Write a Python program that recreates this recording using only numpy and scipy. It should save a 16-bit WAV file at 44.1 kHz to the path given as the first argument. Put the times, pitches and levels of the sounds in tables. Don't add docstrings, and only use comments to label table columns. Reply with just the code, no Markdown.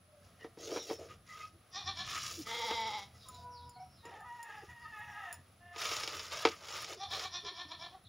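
import sys
import numpy as np
from scipy import signal
from scipy.fft import rfft, irfft, next_fast_len
from scipy.io import wavfile
from scipy.ndimage import uniform_filter1d

SR = 44100
rng = np.random.default_rng(int(sys.argv[2]) if len(sys.argv) > 2 else 0)


def bounce(signal):
    frames = np.transpose(np.atleast_2d(signal))
    limited = np.clip(frames, -1, 1)
    pcm = np.round(limited * 32767).astype(np.int16)
    wavfile.write(sys.argv[1], SR, pcm)


N = 356351
T = np.arange(N) / SR
HZ = np.fft.rfftfreq(4096, 1 / SR)


def amp(db):
    return 10 ** (np.asarray(db) / 20)


def unit(x):
    return x / np.sqrt(np.mean(x ** 2) + 1e-20)


def read(points, hz):
    f, value = np.transpose(points)
    return np.interp(np.log(hz + 1), np.log(f + 1), value)


def tilt(db_per_octave):
    return amp(db_per_octave * np.log2(HZ + 1))


def level(rows, axis=1, fade_db=600):
    rows = np.array(rows)
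    outside_s = abs(T - np.clip(T, rows[0, 0], rows[-1, 0]))
    return amp(np.interp(T, rows[:, 0], rows[:, axis]) - np.minimum(fade_db * outside_s, 200))


def add(mix, s, sound):
    part = mix[max(round(s * SR), 0):][:len(sound)]
    part += sound[:len(part)]


def hold(t, length, attack_s, release_s):
    attack = np.sin(np.pi / 2 * np.clip(t / attack_s, 0, 1)) ** 2
    release = np.sin(np.pi / 2 * np.clip((length - t) / release_s, 0, 1)) ** 2
    return attack * release


def wander(hz, count=N):
    padded = next_fast_len(count)
    spectrum = rfft(rng.standard_normal(padded))
    smooth = np.exp(-(np.fft.rfftfreq(padded, 1 / SR) / hz) ** 2)
    return unit(irfft(spectrum * smooth, padded)[:count])


def resonances(modes):
    peaks = sum(amp(db) / (1 + ((HZ - hz) / width) ** 2) for hz, width, db in modes)
    return peaks * HZ ** 2 / (HZ ** 2 + (modes[0][0] / 2) ** 2)


def shifted(gain, spread):
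    return np.interp(HZ * (1 + spread * rng.standard_normal()), HZ, gain)


def colour(x, gain):
    log_gain = np.log(np.maximum(np.r_[gain, gain[-2:0:-1]], 1e-5 * gain.max()))
    taps = np.fft.ifft(np.exp(np.conj(signal.hilbert(log_gain)))).real
    return signal.oaconvolve(x, taps)[:len(x)]


def grains(per_s, spread_db):
    clicks = rng.choice([-1, 1], N) * (rng.random(N) < per_s / SR)
    sizes = amp(spread_db * np.minimum(rng.exponential(1, N), 4))
    return unit(clicks * sizes)


def ring(modes, scatter_db):
    t = np.arange(SR // 4) / SR
    out = np.zeros(len(t))
    for k, (hz, db, t60) in enumerate(modes):
        decay = amp(db + scatter_db * rng.standard_normal() - 60 * t / t60)
        out += (-1) ** k * decay * np.sin(2 * np.pi * hz * t)
    return out


def glides(rows, buzz, rate_hz):
    out = np.zeros(N)
    for s, length, start_hz, end_hz, db in rows:
        hz = np.geomspace(start_hz, end_hz, int(length * SR))
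        hz = hz * (1 + buzz * wander(rate_hz, len(hz)))
        tone = np.sqrt(2) * np.sin(2 * np.pi * np.cumsum(hz) / SR)
        add(out, s, amp(db) * np.hanning(len(hz)) * tone)
    return out


def folds(hz, rough, jitter, half=1):
    turns = np.cumsum(hz * (1 + jitter * wander(160, len(hz)))) / SR
    pulses = np.zeros(len(hz))
    for k in range(1, int(9000 / hz.mean())):
        pulses += (half if k % 2 else 1) * np.cos(2 * np.pi * k * turns)
    puffs = (2.0 + np.exp(-(turns % 1) / 0.71)) * rng.standard_normal(len(hz))
    hiss = signal.lfilter(*signal.butter(1, 2000, "high", fs=SR), puffs)
    rough = np.clip(rough, 0, 1)
    shimmer = amp(6 * rough * wander(110, len(hz)))
    return shimmer * (np.sqrt(1 - rough) * unit(pulses) + np.sqrt(rough) * unit(hiss))


def steadied(voice):
    recent_power = abs(uniform_filter1d(unit(voice) ** 2, size=2000))
    return voice / np.sqrt(recent_power + 1e-4) / np.sqrt(np.mean(voice ** 2))


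# pitch_hz, time to fall 60 dB t60_s
YARD_DECAY = [(200, .3), (1000, .24), (4000, .32), (12000, .16)]


def yard(x, wet_db):
    t = np.arange(SR // 2) / SR
    taps = rng.standard_normal(len(t)) * (rng.random(len(t)) < 2500 / SR) * (t > .004)
    hz, s, z = signal.stft(taps, SR, nperseg=256)
    tail = signal.istft(z * amp(-60 * s / read(YARD_DECAY, hz)[:, None]), SR, nperseg=256)[1]
    echoes = signal.fftconvolve(x, tail / np.linalg.norm(tail))[:N]
    return (x + amp(wet_db) * echoes) / np.sqrt(1 + amp(2 * wet_db))


# pitch_hz, relative density_db
AIR_COLOUR = [(25, -19), (45, -20), (100, -20), (220, -10.5), (400, -13), (540, -10.5), (715, -8),
              (950, -19), (1270, -8.5), (1500, -16), (3000, -19.5), (5500, -22.5), (8200, -30.5),
              (10300, -31), (12500, -33.5), (15700, -26)]


def still_air():
    return unit(colour(rng.standard_normal(N), amp(read(AIR_COLOUR, HZ))))


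# pitch_hz, width_hz, relative level_db
DRONE_MODES = [(59.5, 7.7, -10.5), (88.9, 6.3, 4.5), (122.3, 11, -7), (164, 86, -11)]
# time_s, level_db
DRONE_CURVE = [(0, -67), (1.4, -63.5), (1.7, -67.5), (1.9, -56.5), (2.8, -59.5), (3.9, -65), (5.5, -63.5),
               (8.08, -64.5)]
# pitch_hz, width_hz, relative level_db
HISS_MODES = [(10730, 230, 0)]
AIR_DB, AIR_SWELL_DB, AIR_SWELL_HZ = -68.5, 1.2, 3.5
DRONE_WAVER_DB, DRONE_WAVER_HZ = 3, 9
HISS_DB = -76.5


def background():
    air = still_air() * amp(AIR_DB + AIR_SWELL_DB * wander(AIR_SWELL_HZ))
    drone = unit(colour(rng.standard_normal(N), resonances(DRONE_MODES))) * level(DRONE_CURVE)
    drone = drone * amp(DRONE_WAVER_DB * wander(DRONE_WAVER_HZ))
    hiss = amp(HISS_DB) * unit(colour(rng.standard_normal(N), resonances(HISS_MODES)))
    return air + drone + hiss


# start_s, length_s, start_pitch_hz, end_pitch_hz, level_db
BIRD_NOTES = [(0, 0.35, 602, 574, -66), (3.12, 0.19, 5360, 4673, -66), (3.18, 0.09, 3950, 3600, -61),
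              (3.305, 0.075, 4100, 3600, -60), (3.3, .16, 5500, 4600, -67), (3.48, 0.14, 6000, 4200, -61),
              (3.55, 0.09, 4300, 3400, -63), (3.6, .14, 5500, 4700, -67), (3.715, 0.08, 4650, 3900, -68),
              (3.775, 0.07, 5350, 5300, -67), (3.86, .16, 5400, 4900, -70), (3.95, .1, 4100, 3600, -68),
              (4.542, .08, 5700, 4730, -68), (4.78, 0.1, 5300, 4530, -68), (5.036, .14, 6570, 4870, -71),
              (8.02, 0.11, 3890, 3590, -58)]


def birds():
    return yard(glides(BIRD_NOTES, buzz=0.045, rate_hz=294), wet_db=6)


# start_s, length_s, pitch_hz, start above that pitch (share), final drop (share),
# waver (share), level_db, middle swell_db, then relative level_db of harmonics 1, 2 and 3
CLEAR_CALLS = [(3.25, .6, 492, .085, .025, .007, -62, 6, -14, 0, -19),
               (3.755, .1, 770, -.03, -.01, .028, -52.5, 5, 0, -22, -19)]
SETTLE_S = .055
CLEAR_WAVER_DB, CLEAR_WAVER_HZ = 2.5, 14


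def clear_cries():
    out = np.zeros(N)
    for s, length, hz, scoop, drop, waver, db, swell_db, *harmonics_db in CLEAR_CALLS:
        t = np.arange(int(length * SR)) / SR
        glide = 1 + scoop * np.exp(-t / SETTLE_S) - drop * (t / length) ** 2
        pitch = hz * glide * (1 + waver * wander(60, len(t)))
        turns = np.cumsum(pitch) / SR
        tone = sum(amp(part_db) * np.sin(2 * np.pi * k * turns)
                   for k, part_db in enumerate(harmonics_db, 1))
        swell = swell_db * np.sin(np.pi * t / length)
        effort = amp(db + swell + CLEAR_WAVER_DB * wander(CLEAR_WAVER_HZ, len(t)))
        add(out, s, effort * unit(tone) * hold(t, length, .015, .03))
    return yard(out, wet_db=-7)


# start_s, length_s, starting pitch_hz, final drop (share), level_db before FAR_DB,
# swell_db from start to end, roughness (0-1), brightness (dB an octave from 1 to 2 kHz)
FAR_BLEATS = [(4.02, .24, 468, .04, -54.5, -4, .3, 3), (4.09, .17, 415, .06, -55, 0, .45, -4),
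              (4.235, .41, 490, .17, -50.5, -3, .13, 1), (4.43, .22, 420, .03, -54.5, -6, .35, 12),
              (4.67, .3, 478, 0, -54, -2, .28, 12), (4.9, .19, 432, 0, -50.5, -3, .14, 11),
              (4.99, .38, 478, 0, -53, 0, .4, 13), (5.05, .32, 428, .3, -50, 0, .25, 8),
              (5.59, 0.23, 358, 0.022, -57.5, 8, 0.15, 6)]
# pitch_hz, width_hz, relative level_db
FAR_THROAT_MODES = [(470, 120, -48), (740, 52, 12), (922, 60, 10), (1270, 37, -8), (1705, 98, 1),
                    (1865, 65, 5.5), (2586, 53, -9.5), (2786, 53, -8), (3120, 72, -21.5), (3570, 113, -16)]
FAR_DB = -0.5
FAR_SAG_PER_S, FAR_DROP_POWER = .12, 2.4
FAR_ATTACK_S, FAR_RELEASE_S = 0.041, 0.051
FAR_WOBBLE, FAR_WOBBLE_HZ, FAR_FLUTTER_DB = .038, 30, 5


def far_goats():
    out = np.zeros(N)
    for s, length, hz, drop, db, swell_db, rough, bright_db in FAR_BLEATS:
        t = np.arange(int(length * SR)) / SR
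        unrest = np.sqrt(abs(rough))
        sinking = 1 - FAR_SAG_PER_S * t - drop * (t / length) ** FAR_DROP_POWER
        pitch = hz * sinking * (1 + FAR_WOBBLE * unrest * wander(FAR_WOBBLE_HZ, len(t)))
        drive = folds(pitch / 2, rough, jitter=.05 * rough, half=.4 * rough)
        brightness = amp(bright_db * np.clip(np.log2((HZ + 1) / 1000), 0, 1))
        voice = steadied(colour(drive, resonances(FAR_THROAT_MODES) * brightness))
        effort = amp(FAR_DB + db + swell_db * (t / length - .5))
        effort = effort * hold(t, length, FAR_ATTACK_S, FAR_RELEASE_S)
        flutter = amp(FAR_FLUTTER_DB * unrest * wander(FAR_WOBBLE_HZ, len(t)))
        add(out, s, effort * unit(flutter) * voice)
    return yard(out, wet_db=-4)


# time_s, pitch_hz, effort level_db before LONG_DB
LONG_BLEAT = [(2.47, 220, -49), (2.5, 235, -40), (2.522, 224, -38.5), (2.545, 239, -37.5),
              (2.57, 231, -38.5), (2.597, 239, -37.5), (2.622, 223, -37), (2.657, 236, -36.5),
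              (2.695, 213, -35.5), (2.725, 234, -35.5), (2.752, 233, -36), (2.78, 223, -36),
              (2.81, 226, -37), (2.84, 219, -36), (2.872, 226, -37), (2.915, 201, -41.5), (2.955, 214, -38),
              (2.99, 200, -43), (3.035, 198, -50)]
# time_s, opening (0-1)
MOUTH_OPENING = [(2.48, 0.2), (2.53, 0.56), (2.62, 0.85), (2.75, 0.93), (2.97, 1), (3.04, 1)]
# pitch_hz, width_hz, relative level_db
OPEN_THROAT_MODES = [(230, 80, -12.5), (503, 17.4, 12), (870, 64, 11), (1233, 75, -6), (2116, 107, 3),
                     (3290, 130, -0.5), (3830, 210, -2.5), (4920, 220, -6.5), (5590, 89, -6.5),
                     (7160, 110, -19), (11900, 1100, -59)]
# pitch_hz, width_hz, relative level_db
HALF_SHUT_MODES = [(233, 60, -24), (494, 104, 5), (715.5, 69, -8), (1280, 100, 1), (2020, 130, 7),
                   (3320, 140, 3), (3570, 277, -8), (5270, 1400, -9)]
LONG_DB = -2


def long_goat():
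    s, hz, _ = np.transpose(LONG_BLEAT)
    pitch = uniform_filter1d(np.interp(T, s, hz), size=500)
    sounding = abs(T - np.clip(T, s[0], s[-1])) < .05
    drive = np.zeros(N)
    drive[sounding] = folds(pitch[sounding], rough=.22, jitter=.013)
    mouth = np.clip(np.interp(T, *np.transpose(MOUTH_OPENING)), 0, 1)
    open_voice = unit(colour(drive, resonances(OPEN_THROAT_MODES)))
    shut_voice = unit(colour(drive, resonances(HALF_SHUT_MODES)))
    voice = steadied(mouth * open_voice + (1 - mouth) * shut_voice)
    return yard(voice * level(LONG_BLEAT, axis=2) * amp(LONG_DB), wet_db=-9)


# middle time_s, top pitch_hz, level_db,
# narrowness of the mouth (0-1), brightness (dB an octave)
BLEAT_THROBS = [(1.781, 398.6, -37.5, 0.02, 1), (1.89, 391.8, -36.5, 0.03, 0.5),
                (2.005, 371.6, -40, 0.03, 1.5), (2.12, 379.5, -49, 0, 0), (7.03, 394.3, -40.5, 0.33, 1.5),
                (7.14, 384.6, -38, 0.04, 1), (7.25, 380, -40.5, 0.01, -0.5), (7.365, 366, -40.5, 0.01, 0.5),
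                (7.48, 362, -40.5, 0, 0.5), (7.6, 360.7, -41, 0.01, -0.5), (7.729, 344, -45.5, 0, -1),
                (7.843, 347, -43.5, 0.04, -1), (7.95, 375, -57, 0.18, -6.5)]
# pitch_hz, width_hz, relative level_db
QUAVER_MODES = [(303, 13, 1), (764, 140, -3.5), (1083, 180, 2.5), (1803, 39, 4), (2375, 51, -0.5),
                (3460, 172, 4), (4210, 280, 6), (4860, 210, 2), (5520, 210, 1.5), (7100, 94, -14)]
# pitch_hz, width_hz, relative level_db
NARROW_MODES = [(720, 82, 24)]
THROB_WIDTH_S, BETWEEN_DB = .021, -13.5
ARCH_SHARE, ARCH_S, ARCH_LATE_S = .14, .03, .007
THROB_VARIETY = .25
THROAT_SHIFT = 0.034
THROAT_TOP_HZ = 6500
TOP_SPLIT_HZ, TOP_LEAD_S = 4650, .011


def quavering_goat():
    out, t = np.zeros(N), np.arange(-SR // 12, SR // 12) / SR
    top = 1 - 1 / (1 + (HZ / TOP_SPLIT_HZ) ** 16)
    for s, hz, db, narrow, bright_db in BLEAT_THROBS:
        stretch, swoop = 1 + THROB_VARIETY * rng.uniform(-0.99, 1, 2)
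        arch = 1 - swoop * ARCH_SHARE * (1 - np.exp(-.5 * ((t - ARCH_LATE_S) / ARCH_S) ** 2))
        drive = folds(hz * arch * (1 + .012 * wander(35, len(t))), rough=.44, jitter=.028)
        throat = resonances(QUAVER_MODES) + np.clip(narrow, 0, 1) * resonances(NARROW_MODES)
        throat = shifted(throat, THROAT_SHIFT) / np.hypot(1, (HZ / THROAT_TOP_HZ) ** 6)
        voice = unit(colour(drive, throat * tilt(bright_db)))
        for band, lead_s in [(1 - top, 0), (top, TOP_LEAD_S)]:
            push = np.exp(-.5 * ((t + lead_s) / (stretch * THROB_WIDTH_S)) ** 2)
            push = push + amp(BETWEEN_DB) * np.hanning(len(t))
            add(out, s + t[0], amp(db) * push * colour(voice, np.sqrt(band)))
    return yard(out, wet_db=-5.5)


# start_s, relative level_db, brightness (dB an octave)
BANGLE_TAPS = [(3.286, -48.5, 0), (3.345, -60, -18), (3.694, -55.5, -7), (4.054, -60.5, -16),
               (4.205, -63, 0), (4.429, -48.5, -3.5), (5.327, -44, 4.5), (5.342, -53, -12)]
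# pitch_hz, relative level_db, time to fall 60 dB t60_s
BANGLE_MODES = [(5020, -12, .04), (5380, -12, .04), (7020, -3.5, 0.057), (7300, -8, .04),
                (9420, -1.5, 0.049), (9740, -8, 0.032), (9950, -7, .035), (11000, -1, 0.041),
                (13100, -28, 0.055), (15470, -9, .07)]
BANGLE_MIDDLE_HZ = 9000


def bangles():
    out = np.zeros(N)
    for s, db, tilt_db in BANGLE_TAPS:
        modes = [(hz, mode_db + tilt_db * np.log2(hz / BANGLE_MIDDLE_HZ), t60)
                 for hz, mode_db, t60 in BANGLE_MODES]
        tone = ring(modes, scatter_db=1.5)
        tick = .8 * rng.standard_normal(len(tone)) * np.exp(-T[:len(tone)] / .004)
        add(out, s, amp(db) * (tone + tick))
    return yard(out, wet_db=-13.0)


# start_s, relative level_db, softness as the corner_hz of the blow
POT_BLOWS = [(0.444, -37, 700), (0.573, -44, 600), (0.717, -37, 600), (0.761, -33.5, 1201),
             (0.771, -32, 880), (0.899, -37, 1280), (.908, -30, 760), (1.004, -50, 610),
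             (2.709, -31.5, 2080), (4.052, -48.5, 790), (4.631, -54, 500), (5.761, -41, 2430),
             (5.818, -39, 7040), (5.855, -34.5, 6000), (5.915, -34.5, 3980), (5.966, -36.5, 7000),
             (6.035, -34, 7100), (6.076, -34.5, 7500), (6.195, -38, 7000), (6.3204, -44, 7002),
             (6.4517, -15.5, 1980), (6.4874, -37.5, 8030), (6.5153, -43.5, 7000), (6.685, -42, 7140),
             (6.845, -40, 7040), (7.135, -40.5, 6000), (7.195, -38.5, 6000)]
# pitch_hz, relative level_db, time to fall 60 dB t60_s
POT_MODES = [(275, 0.5, 0.033), (331.6, 3, 0.059), (459, 2, 0.093), (582, -16, 0.16), (745, -6.5, 0.057),
             (912, -4, 0.054), (1000, -0.5, 0.022), (1293, -3, 0.039), (1624, -18.5, 0.086),
             (2258, 1, 0.031), (2840, -17, 0.0093), (2950, -14, 0.058), (3340, -0.5, 0.018),
             (3730, -2.5, 0.04), (4830, 6, 0.0089), (5060, -15, .035), (5330, 5, 0.0076)]
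# pitch_hz, relative level_db
GRIT_COLOUR = [(250, -22), (600, 4), (1100, 1.5), (1900, 0), (2800, 1.5), (3700, 3), (4300, -0.5),
               (5400, 5), (6100, -1), (7000, 0), (8000, -17), (9800, -10.5), (13000, -20.5), (15500, -14)]
REBOUND_S, REBOUND_DB = 0.02, -12


def knocks(crack_db=3, crack_s=0.011):
    out = np.zeros(N)
    for s, db, corner_hz in POT_BLOWS:
        blow = HZ / np.hypot(HZ, 0.28 * corner_hz) / np.sqrt(1 + (HZ / corner_hz) ** 3)
        for delay_s, softer_db in [(0, 0), (REBOUND_S, REBOUND_DB)]:
            body = ring(POT_MODES, scatter_db=.7)
            crack = unit(colour(rng.standard_normal(len(body)), amp(read(GRIT_COLOUR, HZ))))
            crack = crack * np.exp(-T[:len(body)] / crack_s)
            add(out, s + delay_s, amp(db + softer_db - 3) * colour(body + amp(crack_db) * crack, blow))
    return yard(out, wet_db=-27.0)


# start_s, length_s, start_pitch_hz, end_pitch_hz, level_db
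FOOD_PLOPS = [(1.52, 0.07, 311.8, 337.8, -65), (2.365, 0.071, 329, 287, -44), (4.615, 0.042, 419, 424, -55),
              (6.94, 0.065, 461, 376, -55), (7.42, 0.074, 422, 394, -52.5), (7.5, 0.047, 404, 366, -56.5),
              (7.645, 0.028, 250, 305, -57.5)]


def plops():
    return glides(FOOD_PLOPS, buzz=0.16, rate_hz=1070)


# start_s, length_s, start_pitch_hz, end_pitch_hz,
# level_db before its swell, width_hz
BLADE_SQUEAKS = [(0.374, 0.12, 1960, 1890, -56.5, 150), (.38, .08, 3000, 2900, -65, 200),
                 (.59, 0.13, 6700, 5860, -54, 700), (0.611, 0.085, 4500, 4200, -58, 600),
                 (.68, .23, 5800, 5500, -49.5, 330), (0.731, 0.15, 3900, 3700, -53, 300),
                 (.85, 0.18, 5550, 5400, -57, 300), (1.267, .17, 1255, 1260, -52, 35),
                 (1.388, .11, 1245, 1264, -46, 24.6), (1.246, 0.15, 1970, 2020, -57.5, 90),
                 (1.386, 0.075, 2050, 2090, -55.5, 90), (1.388, .09, 2530, 2570, -58, 80),
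                 (3.12, 0.078, 1290, 1290, -66.5, 60), (3.121, 0.07, 2020, 2000, -69, 70),
                 (3.24, 0.093, 1270, 1240, -57.5, 45), (3.28, .32, 720, 677, -62.5, 40),
                 (4.17, .16, 1260, 1235, -55.5, 45), (4.801, .12, 1265, 1247, -52.5, 29.7),
                 (4.899, 0.11, 1250, 1240, -53.5, 35), (5.091, 0.26, 1260, 1285, -53, 45)]


def squeaks():
    out = np.zeros(N)
    for s, length, start_hz, end_hz, db, width_hz in BLADE_SQUEAKS:
        count = int(length * SR)
        turn = np.exp(2j * np.pi * np.cumsum(np.geomspace(start_hz, end_hz, count)) / SR)
        band = (turn * (wander(width_hz, count) + 1j * wander(width_hz, count))).real
        add(out, s, amp(db) * unit(band) * np.hanning(count))
    return out


GRAIN_MIDDLES = [900, 1700, 2600, 3500, 4500, 5600, 6900, 10000]
CLUMP_DB, CLUMP_HZ = 2.6, 38


def grit_grains():
    out = np.zeros(N)
    for share in np.eye(len(GRAIN_MIDDLES)):
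        clumps = amp(CLUMP_DB * wander(CLUMP_HZ))
        band = np.sqrt(np.interp(HZ, GRAIN_MIDDLES, share) + 1e-4)
        out += colour(grains(800, 3.9) * clumps, band)
    return unit(out)


# start_s, push_s, ease_s, grit level_db, singing wall level_db,
# juddering bowl level_db (levels at the hardest push), grit brightness (dB an octave), low_cut_hz
SPATULA_STROKES = [(.2, 0.059, 0.065, -69, -83, -84, 0, 400),
                   (0.378, 0.043, 0.087, -65, -82, -59.5, -1.5, 400),
                   (0.556, 0.21, 0.065, -49, -57.5, -40, 2, 250),
                   (0.783, 0.12, 0.089, -50.5, -66, -49.5, 3, 250),
                   (0.963, 0.033, 0.12, -60.5, -63, -48, 3.5, 252),
                   (1.068, 0.028, 0.084, -62.5, -57, -62, 1, 248.4),
                   (1.236, 0.14, 0.15, -58, -58.5, -71, 1, 617),
                   (1.928, 0.16, 0.15, -49.5, -61, -68, -2, 1190),
                   (2.032, 0.12, 0.2, -44.5, -45.5, -72, 1.5, 1190),
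                   (2.187, 0.14, 0.15, -48, -63, -64.5, 4.5, 1190),
                   (2.442, 0.024, 0.44, -48.5, -52, -61.5, 3, 1203),
                   (2.82, 0.073, 0.21, -55, -55, -64.5, 2, 1200),
                   (3.099, 0.18, 0.22, -65.5, -75, -73, 5, 320),
                   (4.03, 0.018, 0.2, -65.5, -57.5, -57.5, -2, 316),
                   (4.202, 0.34, .2, -67.5, -59, -70, 6, 320),
                   (4.602, 0.685, 0.11, -67, -58.5, -82, 7, 312),
                   (5.711, 0.052, 0.044, -59, -49, -72, -0.5, 440),
                   (5.754, 0.095, 0.23, -40.5, -41, -57, 1, 450),
                   (5.977, 0.11, 0.26, -46, -46.5, -54.5, 1, 440),
                   (6.29, 0.032, 0.18, -42.5, -48.5, -57, -0.5, 440.7),
                   (6.438, 0.062, 0.089, -58, -48.5, -67, 4, 293),
                   (6.531, 0.1, 0.098, -54.5, -60, -71, -0.5, 430),
                   (6.664, 0.09, 0.14, -44, -47, -57.5, 0, 430),
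                   (6.848, 0.062, 0.066, -45, -50.5, -50, 0, 430),
                   (7.088, 0.031, 0.19, -44, -50.5, -54, 0, 400)]
# pitch_hz, width_hz, relative level_db
WALL_MODES = [(1239, 65, 4), (1970, 410, -14.5), (2760, 600, -13.5)]
# pitch_hz, width_hz, relative level_db
BOWL_MODES = [(354, 76, 2.5), (472, 83, 7.5), (662, 44, 1)]
# strength (share), average delay_s
ACROSS_POT = [(.45, .0017), (.35, .0029)]
LIGHT_DB, EASED_DB = -6, -3
UNSTEADY_DB, UNSTEADY_HZ = 0.8, 21
WALL_LAW, BOWL_LAW = 2.6, 3.2
BOWL_SHIFT = .04
BITE_S, LIFT_S = .035, .04
BITE_SHARE, LIFT_SHARE = 0.14, 0.26


def scraping():
    catches = unit(amp(0.73 * wander(79)))
    slips = (grains(2500, 5.0) + grit_grains()) * catches
    travel = wander(3.19)
    for echo, echo_s in ACROSS_POT:
        slips = slips + echo * np.interp(T - echo_s * (1 + .13 * travel), T, slips)
    wall = unit(colour(grains(3000, 0.67) * catches, resonances(WALL_MODES)))
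    judder = grains(1200, 0.67) * np.sqrt(catches)
    hollow = resonances(BOWL_MODES) * HZ ** 4 / np.hypot(HZ ** 4, 290 ** 4)
    out, unsteady_db = np.zeros(N), UNSTEADY_DB * wander(UNSTEADY_HZ)
    for s, push_s, ease_s, grit_db, wall_db, bowl_db, tilt_db, low_hz in SPATULA_STROKES:
        length = push_s + ease_s
        span = (T >= s) & (T < s + length)
        t = T[span] - s
        press_db = np.interp(t, [0, push_s, length], [LIGHT_DB, 0, EASED_DB])
        pressure = amp(press_db + unsteady_db[span])
        low_cut = HZ ** 3 / np.hypot(HZ ** 3, low_hz ** 3)
        grit = unit(colour(slips[span], amp(read(GRIT_COLOUR, HZ)) * tilt(tilt_db) * low_cut))
        bowl = unit(colour(judder[span], shifted(hollow, BOWL_SHIFT)))
        rasp = amp(grit_db) * grit * pressure
        rasp = rasp + amp(wall_db) * wall[span] * pressure ** WALL_LAW
        rasp = rasp + amp(bowl_db) * bowl * pressure ** BOWL_LAW
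        add(out, s, rasp * hold(t, length, BITE_S + BITE_SHARE * push_s, LIFT_S + LIFT_SHARE * ease_s))
    return yard(out + squeaks() + plops(), wet_db=-16)


SIDE_AIR_DB, SIDE_DB = -75.5, -44


def scene():
    goats = quavering_goat() + long_goat() + far_goats()
    mid = background() + birds() + clear_cries() + goats + bangles() + knocks() + scraping()
    side = amp(SIDE_AIR_DB) * still_air() + amp(SIDE_DB) * yard(mid, wet_db=0)
    return np.array([mid + side, mid - side])


EDGE_HZ = 15800


def record(dry):
    low_pass = signal.firwin(511, EDGE_HZ, window=("kaiser", 8), fs=SR)
    return signal.oaconvolve(dry, low_pass[None], "same")


dry = scene()
out = record(dry)
bounce(out)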